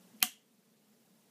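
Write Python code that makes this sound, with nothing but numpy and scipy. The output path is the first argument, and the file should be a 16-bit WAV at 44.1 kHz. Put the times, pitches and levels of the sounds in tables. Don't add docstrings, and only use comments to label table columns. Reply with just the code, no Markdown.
import sys
import numpy as np
from scipy import signal
from scipy.io import wavfile
from scipy.ndimage import uniform_filter1d

SR = 44100
rng = np.random.default_rng(int(sys.argv[2]) if len(sys.argv) > 2 else 0)


def bounce(signal):
    frames = np.transpose(np.atleast_2d(signal))
    limited = np.clip(frames, -1, 1)
    pcm = np.round(limited * 32767).astype(np.int16)
    wavfile.write(sys.argv[1], SR, pcm)


N = 57330
TIME = np.arange(N) / SR
SNAP_S = .22725


def from_db(db):
    return 10 ** (np.asarray(db) / 20)


def rms_one(x):
    return x / np.sqrt(np.mean(x ** 2) + 1e-20)


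def at_hz(points, hz):
    row_hz, values = np.transpose(points)
    return np.interp(np.log(hz), np.log(row_hz), values)


def narrow_noise(hz, width_hz):
    b, a = signal.iirpeak(hz, hz / width_hz, fs=SR)
    once = signal.lfilter(b, a, rng.standard_normal(N + SR))
    return rms_one(signal.lfilter(b, a, once)[SR:])


def drift(rate_hz):
    low_pass = signal.butter(2, rate_hz, fs=SR, output="sos")
    return rms_one(signal.sosfilt(low_pass, rng.standard_normal(N + SR))[SR:])


def noise_bands(spectrum):
    edges = np.geomspace(30, 17000, 56)
    centres = np.sqrt(edges[:-1] * edges[1:])
    low_pass = signal.ellip(10, .2, 80, 15300, fs=SR, output="sos")
    white = signal.sosfilt(low_pass, rng.standard_normal((2, N + SR // 4)))
    bands = np.zeros((len(centres), N))
    for k, hz in enumerate(centres):
        band_pass = signal.butter(2, edges[k:k + 2], "band", fs=SR, output="sos")
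        bands[k] = from_db(at_hz(spectrum, hz)) * signal.sosfilt(band_pass, white[k % 2])[-N:]
    return centres, bands / bands.sum(0).std()


# frequency in Hz, relative level in dB.
HISS_SPECTRUM = [(30, -22.5), (70, -20), (100, -13), (140, -0.5), (210, 3), (320, -6.5), (440, -4.5),
                 (650, -9.5), (1300, -16.5), (3000, -17.5), (8000, -18.5), (15000, -20)]

def hiss(level_db=-64.5, flicker_db=1.33):
    _, bands = noise_bands(HISS_SPECTRUM)
    return from_db(level_db) * sum(band * from_db(flicker_db * drift(rate_hz=24)) for band in bands)


# time in seconds, level in dB.
HUM_SWELLS = [(0, -63), (.04, -69), (.1, -72.5), (.15, -59.5), (.2, -62.5), (.33, -72.5), (.5, -68),
              (.62, -72.5), (.71, -64.5), (.77, -72.5), (.89, -62.5), (.95, -71.5), (1.05, -73.5),
              (1.16, -63), (1.21, -78), (1.3, -78)]

def hum(pitch_hz=211, wander_hz=19, flicker_db=2.5, whine_db=-79.5):
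    phase = 2 * np.pi * np.cumsum(pitch_hz + wander_hz * drift(rate_hz=22)) / SR
    level_db = np.interp(TIME, *np.transpose(HUM_SWELLS)) + flicker_db * drift(rate_hz=8.3)
    whine = from_db(whine_db) * narrow_noise(441, width_hz=25)
    return from_db(level_db) * np.sqrt(2) * np.sin(phase) + whine


# frequency in Hz, relative level in dB.
ECHO_SPECTRUM = [(140, -11), (260, 3.5), (450, -20.5), (730, -7), (950, -11.5), (2000, -5), (2550, -7),
                 (3050, 7.5), (3600, -10), (4200, -5), (4900, -11.5), (5800, -2), (8000, -1.5),
                 (10500, -2.5), (14000, -1), (15500, -31.5)]
# frequency in Hz, seconds to fade by 60 dB.
ECHO_FADES = [(200, 0.19), (1000, .22), (3000, 0.3), (6000, .25), (14000, 0.18)]

def room_echo(gain_db=-25.5, build_s=0.0077):
    age = np.maximum(TIME - SNAP_S, 0)
    centres, bands = noise_bands(ECHO_SPECTRUM)
    tail = sum(band * from_db(-60 * age / at_hz(ECHO_FADES, hz)) for hz, band in zip(centres, bands))
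    return from_db(gain_db) * (1 - np.exp(-age / build_s)) * tail


def squeak(pitch_hz=2470, peak_db=-27.5, rise_s=0.021, roughness=0.49):
    left_s = SNAP_S - TIME
    swell = from_db(peak_db - 60 * np.abs(left_s) / rise_s) * (left_s > 0)
    tone = np.sin(2 * np.pi * pitch_hz * left_s)
    return swell * (tone + roughness * narrow_noise(pitch_hz, width_hz=1200))


def struck(tones, start_s, rise_cycles=0):
    age = np.maximum(TIME - start_s, 0)
    ring = np.zeros(N)
    for hz, db, fade_s in tones:
        rise = np.minimum(age / (rise_cycles / hz + 1 / SR), 1)
        ring += from_db(db - 60 * age / fade_s) * np.cos(2 * np.pi * hz * age) * rise
    return ring


# pitch in Hz, level in dB, seconds to fade by 60 dB.
WOOD_TONES = [(223.7, -27.5, 0.1), (261, -29.5, 0.06), (727, -31.5, .125), (1180, -30.5, 0.064),
              (1431, -31.5, .045), (1655, -32, .028)]

def wood_knock():
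    return struck(WOOD_TONES, SNAP_S, rise_cycles=2.7)


# pitch in Hz, level in dB, seconds to fade by 60 dB.
LEVER_TONES = [(2030, -48.5, 0.28), (2696, -49, .27), (2890, -49.5, .28), (3077, -47, 0.18),
               (3136, -44, .25), (3040, -46.5, 0.098), (5825, -49, .28)]

def lever_ring():
    return struck(LEVER_TONES, SNAP_S)


BOUNCE_DELAYS = [.00012, .00021]

def chatter(blow, bounce_share=0.46):
    for delay_s in BOUNCE_DELAYS:
        taps = np.r_[bounce_share, np.zeros(int(delay_s * SR)), 1]
        blow = signal.lfilter(taps, taps[::-1], blow + 1e-18)
    return blow


# pitch in Hz, level in dB, seconds to fade by 60 dB.
STEEL_TONES = [(2350, -24, .016), (2780, -25, 0.035), (3150, -14, 0.014), (4330, -8, 0.0045),
               (5400, -9, 0.003), (6410, -12.5, .005), (7710, -18, .007), (8960, -24, .007),
               (10400, -6.5, .005), (11910, -7.5, .004), (12200, -22, 0.012), (14080, -17, .005)]
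# start in seconds, level in dB compared with the snap.
LOAD_TICKS = [(0.2038, -41.5), (0.2151, -47.5)]

def clipper_jaws():
    ticks = sum(from_db(db) * struck(STEEL_TONES, start_s) for start_s, db in LOAD_TICKS)
    snap = struck(STEEL_TONES, SNAP_S)
    low_cut = signal.butter(2, 810, "high", fs=SR, output="sos")
    return chatter(signal.sosfilt(low_cut, ticks + snap))


def scene():
    clipper = clipper_jaws() + lever_ring() + wood_knock() + squeak()
    low_cut = signal.butter(2, 130, "high", fs=SR, output="sos")
    return signal.sosfilt(low_cut, clipper + room_echo() + hiss() + hum())[None]


def record(dry):
    threshold_db, cut_share, ceiling = -39, 0.29, 0.93
    attack_s, recovery_db_per_s = .02, 4
    level_db = 10 * np.log10(np.maximum(uniform_filter1d(dry[0] ** 2, size=64), 1e-12))
    cut_db = cut_share * np.maximum(level_db - threshold_db, 0)
    recovery_db = recovery_db_per_s * TIME
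    held_db = np.maximum.accumulate(cut_db + recovery_db) - recovery_db
    smoothing = np.exp(-1 / (attack_s * SR))
    turned_down = dry * from_db(-signal.lfilter([1 - smoothing], [1, -smoothing], held_db))
    low_pass = signal.ellip(10, .2, 80, 15400, fs=SR, output="sos")
    return signal.sosfilt(low_pass, ceiling * np.tanh(turned_down / ceiling))


dry = scene()
out = record(dry)
bounce(out)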